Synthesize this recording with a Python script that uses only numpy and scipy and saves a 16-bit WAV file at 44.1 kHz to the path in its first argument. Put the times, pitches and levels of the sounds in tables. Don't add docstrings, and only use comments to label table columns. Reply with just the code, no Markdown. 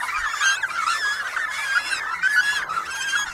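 import sys
import numpy as np
from scipy import signal
from scipy.fft import rfft, irfft
from scipy.io import wavfile
from scipy.ndimage import uniform_filter1d

SR = 44100
rng = np.random.default_rng(int(sys.argv[2]) if len(sys.argv) > 2 else 0)


def convert_level_to_amplitude(level_db):
    exponent = np.asarray(level_db, float) / 20
    return 10 ** exponent


def unload_wav(signal):
    wavfile.write(
        sys.argv[1],
        SR,
        np.round(np.clip(np.atleast_2d(signal).T, -1, 1) * 32767).astype(np.int16),
    )


N = 146853
T = np.arange(N) / SR
AXIS = np.fft.rfftfreq(N, 1 / SR)


def colour(table, hz):
    table_hz, level_db = np.array(table, float).T
    return np.interp(np.log(np.maximum(hz, 1)), np.log(table_hz), level_db)


def unit(x):
    return x / np.sqrt(np.mean(x ** 2) + 1e-18)


def walk(rate_hz, n):
    k = max(int(SR / rate_hz), 2)
    wander = rng.standard_normal(n + 4 * k)
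    for size in (k, k, k // 2 + 1):
        wander = uniform_filter1d(wander, size)
    return unit(wander[2 * k:2 * k + n])


def patchy(table, swell_db, flicker_db, flicker_hz):
    noise = rfft(rng.standard_normal(N)) * convert_level_to_amplitude(colour(table, AXIS))
    place = 2 * np.log2(np.maximum(AXIS, 1) / 20)
    total = np.zeros(N)
    for k in range(int(2 * np.log2(table[0][0] / 20)), 20):
        band = irfft(noise * np.clip(1 - abs(place - k), 0, 1), N)
        total += band * convert_level_to_amplitude(swell_db + flicker_db * walk(flicker_hz, N))
    return unit(total)


# pitch_hz, level_db
THROAT = [(3300, 0), (4300, -3), (5200, -4), (6500, -4), (9500, -15), (12500, -30)]
# pitch_hz, density_db (per Hz)
AIR = [(2000, 7.5), (3000, -13), (6500, -6), (9500, -9), (15500, -25.5)]
BREATH_AXIS = np.fft.rfftfreq(2 * N, 1 / SR)
BREATH = irfft(rfft(rng.standard_normal(2 * N)) * convert_level_to_amplitude(colour(AIR, BREATH_AXIS)) * (BREATH_AXIS > 1800))


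def voice(out, rows, rough, tint=(0, 0), count=9, breath_db=0):
    s, hz, low_db, over_db = np.array(rows, float).T
    i = int(max(s[0], 0) * SR)
    t = np.arange(i, min(int(s[-1] * SR), N)) / SR
    n, rough = len(t), np.clip(rough, 0, 1)

    def smooth(values):
        return uniform_filter1d(np.interp(t, s, values), size=520, mode="nearest")

    waver = 1 + 0.006422 * (0.1977 + 3 * rough) * walk(87.85, n)
    f = uniform_filter1d(smooth(hz), size=n // 12, mode="nearest") * waver
    phase = 2 * np.pi * np.cumsum(f) / SR
    low, over = smooth(low_db), smooth(over_db)
    y = np.zeros(n)
    for k in range(1, count + 1):
        level_db = low if k == 1 else over
        if k > 2:
            tint_db = tint[k - 3] if k in (3, 4) else -5 * (k == 5)
            fade_db = 3 * np.sqrt(k / 3) * walk(30, n)
            level_db = over + colour(THROAT, k * f) + tint_db + fade_db - k / 2
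        gain = convert_level_to_amplitude(level_db) * (k * f < .36 * SR)
        flutter_hz = 260 * k ** .75
        a, b = walk(flutter_hz, n), walk(flutter_hz, n)
        steady = np.sqrt(2 - 2 * rough) + np.sqrt(rough) * a
        y += gain * (steady * np.sin(k * phase) + np.sqrt(rough) * b * np.cos(k * phase))
    edge_s = np.minimum(t - t[0], t[-1] - t)
    air = unit(BREATH[rng.integers(N):][:n])
    air_db = over - 18 + breath_db + 19 * rough + 4.5 * walk(60, n)
    y += air * convert_level_to_amplitude(air_db) * np.clip(edge_s / .03, 0, 1)
    out[i:i + n] += y * np.clip(edge_s / .002, 0, 1)


def glide(start_s, length_s, first_hz, last_hz, level_db, shape, over_db):
    rows = []
    for u, lift_db in shape:
        low_db = level_db + lift_db
        rows.append((start_s + u * length_s, first_hz + u * (last_hz - first_hz), low_db, low_db + over_db))
    return rows


# time_s, pitch_hz, fundamental_db, overtones_db
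LEAD_IN = [(0.236, 1592, -34, -55), (0.278, 1680, -37.5, -45.5), (.31, 1676, -36, -41.5),
           (.345, 1774, -38, -49.5), (0.374, 1734, -37.5, -38), (.397, 1830, -44, -44),
           (.412, 1681, -35, -37.5)]
CLEAR_1 = [(.402, 1722, -27.5, -51), (0.419, 1645, -24.5, -33), (0.47, 1572, -19, -29),
           (0.552, 1625, -24, -32.5), (.595, 2254, -115, -51.5), (0.634, 1662, -16, -38),
           (0.661, 1440, -29, -55.5)]
CLEAR_2 = [(.9, 1742, -40, -42), (.95, 1749, -26, -39.5), (1.001, 1795, -36.5, -39.5),
           (1.04, 1652, -22.5, -40), (1.12, 1672, -22.5, -35), (1.165, 1722, -43, -42),
           (1.202, 1702, -23.5, -46.5), (1.235, 1565, -36.5, -75)]
CLEAR_3 = [(1.51, 1637, -27, -46.5), (1.542, 1735, -40, -42.5), (1.638, 1696, -30, -41.5),
           (1.702, 1589, -23.5, -38.5), (1.774, 1642, -21.5, -40), (1.8, 1685, -31, -44),
           (1.896, 1730, -45, -36)]
CLEAR_4 = [(2.278, 1684, -27.5, -43.5), (2.35, 1727, -21.5, -80), (2.416, 1655, -27.5, -41.5),
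           (2.494, 1687, -19.5, -33.5), (2.545, 1705, -34.5, -35.5), (2.57, 1690, -21.5, -28.5),
           (2.638, 1373, -38.5, -65)]
CLEAR_5 = [(2.881, 1554, -35, -49), (2.986, 1636, -30.5, -37.5), (3.026, 1527, -33.5, -31),
           (3.051, 1657, -26, -42), (3.088, 1560, -25.5, -33.5), (3.11, 1592, -43.5, -30.5),
           (3.129, 1576, -21, -41.5), (3.17, 1663, -25, -30), (3.245, 1652, -26.5, -34.5)]
# third_harmonic_db, fourth_harmonic_db
TINTS = [(4, 10), (-8, 6), (6, -2), (2, -6), (-3, 0), (-6, 4)]


def clear_chick(out):
    for call, tint in zip((LEAD_IN, CLEAR_1, CLEAR_2, CLEAR_3, CLEAR_4, CLEAR_5), TINTS):
        voice(out, call, .02, tint)


# time_s, pitch_hz, fundamental_db, overtones_db
HOARSE = [
    [(.405, 1100, -27, -36), (.464, 1429, -22.5, -31.5), (.555, 1313, -33, -37)],
    [(.7, 1400, -37, -45.5), (.79, 1379, -24.5, -48), (.845, 1235, -26, -61)],
    [(.865, 1209, -19.5, -35.5), (.9, 1391, -23, -31.5), (.98, 1222, -29.5, -43.5)],
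    [(1.78, 1366, -72.5, -46.5), (1.92, 1369, -49, -29.5), (2.0, 1235, -35, -37)],
    [(2.43, 1372, -49.5, -36.5), (2.56, 1380, -40, -35.5), (2.62, 1156, -33.5, -52)],
    [(2.692, 1290, -27, -46.5), (2.78, 1345, -24.5, -47), (2.835, 1286, -30.5, -66)],
    [(3.085, 1392, -56.5, -38), (3.15, 1377, -52, -41), (3.183, 1272, -50, -36)],
]
HOARSE_ROUGH = [.45, .4, .6, .25, .35, .55, .03]


def hoarse_chick(out):
    for call, rough in zip(HOARSE, HOARSE_ROUGH):
        voice(out, call, rough)


# start_s, length_s, first_hz, last_hz, level_db
PEEPS = [(.003, 0.014, 1890, 1747, -28.5), (.122, 0.0686, 1139, 1305, -33.5),
         (0.201, 0.0887, 1880, 1692, -33), (0.332, 0.016, 1455, 1187, -29),
         (0.686, 0.0258, 2445, 2291, -38), (1.363, 0.01646, 1676, 1215, -25.5),
         (1.398, 0.0585, 1880, 1749, -31.5), (1.508, 0.1413, 2108, 2386, -39),
         (1.751, 0.0314, 1377, 1484, -23), (1.909, 0.0293, 1663, 1543, -29.5),
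         (2.068, 0.0794, 1282, 1358, -34.5), (2.23, 0.0476, 1509, 1559, -23.5),
         (2.361, 0.04825, 1456, 1505, -21), (2.616, 0.0237, 2181, 1388, -33),
         (3.151, 0.0159, 1435, 1441, -24.5)]


def peeping_neighbours(out):
    for peep in PEEPS:
        rows = glide(*peep, [(0, 2.01), (.6, 6.87), (1, 6.6)], over_db=-20)
        voice(out, rows, .07, tint=(-5, -4), count=6)


# start_s, length_s, first_hz, last_hz, level_db, roughness (0-1)
SQUEAKS = [
    (0.177, 0.0417, 2380, 2266, -45.5, 0.14),
    (0.319, 0.0297, 2676, 2720, -45, 0.2),
    (0.375, 0.0306, 3000, 2715, -48, 0.1),
    (1.665, 0.251, 2439, 2531, -47.5, 0.61),
    (2.852, 0.022, 2436, 2883, -44.5, 0.12),
    (2.9, 0.0397, 2750, 2564, -41.5, 0.31),
    (2.959, 0.0135, 2606, 2430, -41.5, 0),
    (3.002, 0.055, 2463, 2655, -41, 0.65),
    (3.069, 0.0306, 2650, 2356, -44, 0),
]


def tiny_chick(out):
    for s, length, first_hz, last_hz, db, rough in SQUEAKS:
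        rows = glide(s, length, first_hz, last_hz, db + 4, [(0, -6), (.4, 3.5), (1, -4)], over_db=-4)
        voice(out, rows, rough, tint=(9, 9), count=4, breath_db=-4)


# time_s, pitch_hz, level_db
SQUEAL = [
    (2.226, 5306, -39),
    (2.282, 5257, -43.5),
    (2.367, 4510, -33.5),
    (2.428, 4860, -39.5),
]


def squeal():
    s, hz, db = np.array(SQUEAL).T
    phase = 2 * np.pi * np.cumsum(np.interp(T, s, hz)) / SR
    torn = (0.83 + walk(323, N)) * np.sin(phase) + 0.76 * walk(290, N) * np.cos(phase)
    return torn * convert_level_to_amplitude(np.interp(T, s, db, -120, -120) - 3.0)


# start_s, length_s, first_hz, last_hz, level_db
NESTS = [(0.026, 0.024, 1389, 1472, -37), (0.029, 0.125, 2250, 1900, -40.5),
         (0.015, 0.1004, 1053, 988.6, -43), (0.141, 0.0326, 2458, 2313, -32),
         (0.233, 0.0502, 1379, 1163, -33.5), (0.291, 0.03, 1357, 1387, -40),
         (0.558, 0.0513, 2622, 2523, -40.5), (0.775, 0.051, 2183, 2223, -39),
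         (0.824, 0.0294, 2110, 2298, -41.5), (1.244, 0.0355, 1486, 1603, -32.5),
         (1.365, 0.0407, 1894, 1665, -34), (1.422, 0.0686, 1364, 1239, -40),
         (1.499, 0.0377, 753, 1125, -52.5), (1.987, 0.064, 1597, 1604, -41.5),
         (2.047, 0.057, 1792, 1711, -36.5), (2.107, 0.0557, 1441, 1292, -39.5),
         (2.142, 0.092, 2200, 2080, -42.5), (2.189, 0.089, 1850, 1955, -39.5),
         (2.216, 0.045, 2320, 2556, -40.5), (2.863, 0.049, 1257, 1471, -37.5),
         (2.965, 0.057, 844, 1004, -45), (3.184, 0.0182, 1053, 995, -39.5), (3.24, 0.0352, 953.4, 821, -42),
         (3.26, .06, 1500, 1400, -38), (3.306, 0.0245, 2804, 2615, -45)]


def nearby_nests(out):
    for call in NESTS:
        voice(out, glide(*call, [(0, 1), (.4, 6), (1, 2)], over_db=-19), .2, count=5)


# time_s, calls_db, rasp_db
CROWD = [(0, -29, -38.5), (.52, -32, -41), (.62, -32, -56), (0.748, -34, -37), (1.36, -31.5, -39.5),
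         (1.47, -31, -49), (1.54, -34, -34.5), (1.97, -34, -45), (2.02, -29, -46), (2.2, -33.5, -45.5),
         (2.25, -43, -39.5), (2.621, -33, -38), (2.66, -39, -55), (2.71, -34.5, -44), (2.829, -38, -44.5),
         (2.9, -37, -39), (3.33, -37, -39)]


def crowd():
    out = np.zeros(N)
    low_hz, high_hz = 899.65, 2271.6
    when = np.linspace(0, N / SR - .07, num=240)
    for s, (u, v, w, g, r) in zip(when, rng.random((len(when), 5))):
        hz = low_hz * (high_hz / low_hz) ** u
        length_s = .07 * (0.27 + .7 * v)
        db = 5 * (2 * g - 1) - 13 * abs(np.log2(hz / 1450))
        s = s + .03 * w
        shape = [(0, .92 + 0.1348 * w, 6.03), (.3, 1.02, 10.14), (.7, 1, 5.3), (1, 0.8 + 0.223 * r, 3)]
        rows = [(s + a * length_s, hz * b, db + c, db + c - 44.5) for a, b, c in shape]
        voice(out, rows, .08 + .4 * r, count=5)
    out = out / np.sqrt(uniform_filter1d(out ** 2, size=5000) + 1e-3)
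    shrill = irfft(rfft(out) * (AXIS > 2700), N)
    shrill = shrill / np.sqrt(uniform_filter1d(shrill ** 2, size=5000) + 1e-5)
    rasp = patchy(AIR, 3 * walk(25, N), 4, 16) + .6 * shrill
    s, calls_db, rasp_db = np.array(CROWD).T
    return unit(out) * convert_level_to_amplitude(np.interp(T, s, calls_db)) + rasp * convert_level_to_amplitude(np.interp(T, s, rasp_db))


def rock_echo(birds):
    t60_s = 0.055
    lag = np.arange(int(.3 * SR)) / SR
    tail = rng.standard_normal(len(lag)) * convert_level_to_amplitude(-60 * lag / t60_s) * (lag > .004)
    return convert_level_to_amplitude(-13) * signal.fftconvolve(birds, tail / np.sqrt(np.sum(tail ** 2)))[:N]


# pitch_hz, density_db (per Hz)
SEA = [(25, -25), (75, -22.5), (129, -27.5), (450, -24), (1500, -11.5), (2800, -53.5), (6700, -59),
       (15500, -46.5)]


def sea():
    return patchy(SEA, walk(4, N), 3.8, 7) * convert_level_to_amplitude(-40.5)


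# centre_s, width_s, level_db
GUSTS = [
    (.22, 0.042, -41),
    (3.3, 0.0763, -46),
]


def wind():
    rumble = rfft(rng.standard_normal(N)) * (AXIS > 12) / (1 + (AXIS / 45) ** 3)
    puff = unit(irfft(rumble, N))
    return puff * sum(convert_level_to_amplitude(db) * np.exp(-((T - s) / width) ** 2) for s, width, db in GUSTS)


# pitch_hz, level_db
HUM = [
    (79, -65),
    (173, -62.5),
    (11590, -74),
]


def hum():
    out = np.zeros(N)
    for hz, db in HUM:
        level_db = db + 2 * walk(8.9, N)
        if hz == HUM[1][0]:
            level_db = level_db - 8 * (T < 1.45)
        out += np.sqrt(2) * convert_level_to_amplitude(level_db) * np.sin(2 * np.pi * hz * T + 0.295 * walk(5.2, N))
    return out


def scene():
    birds = np.zeros(N)
    for source in (clear_chick, hoarse_chick, peeping_neighbours, tiny_chick, nearby_nests):
        source(birds)
    birds = birds + squeal() + crowd()
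    return (birds + rock_echo(birds) + sea() + wind() + hum())[None]


def low_pass(x):
    return signal.sosfilt(signal.butter(12, 15630, fs=SR, output="sos"), x)


def record(dry):
    return low_pass(dry)


dry = scene()
out = record(dry)
unload_wav(out)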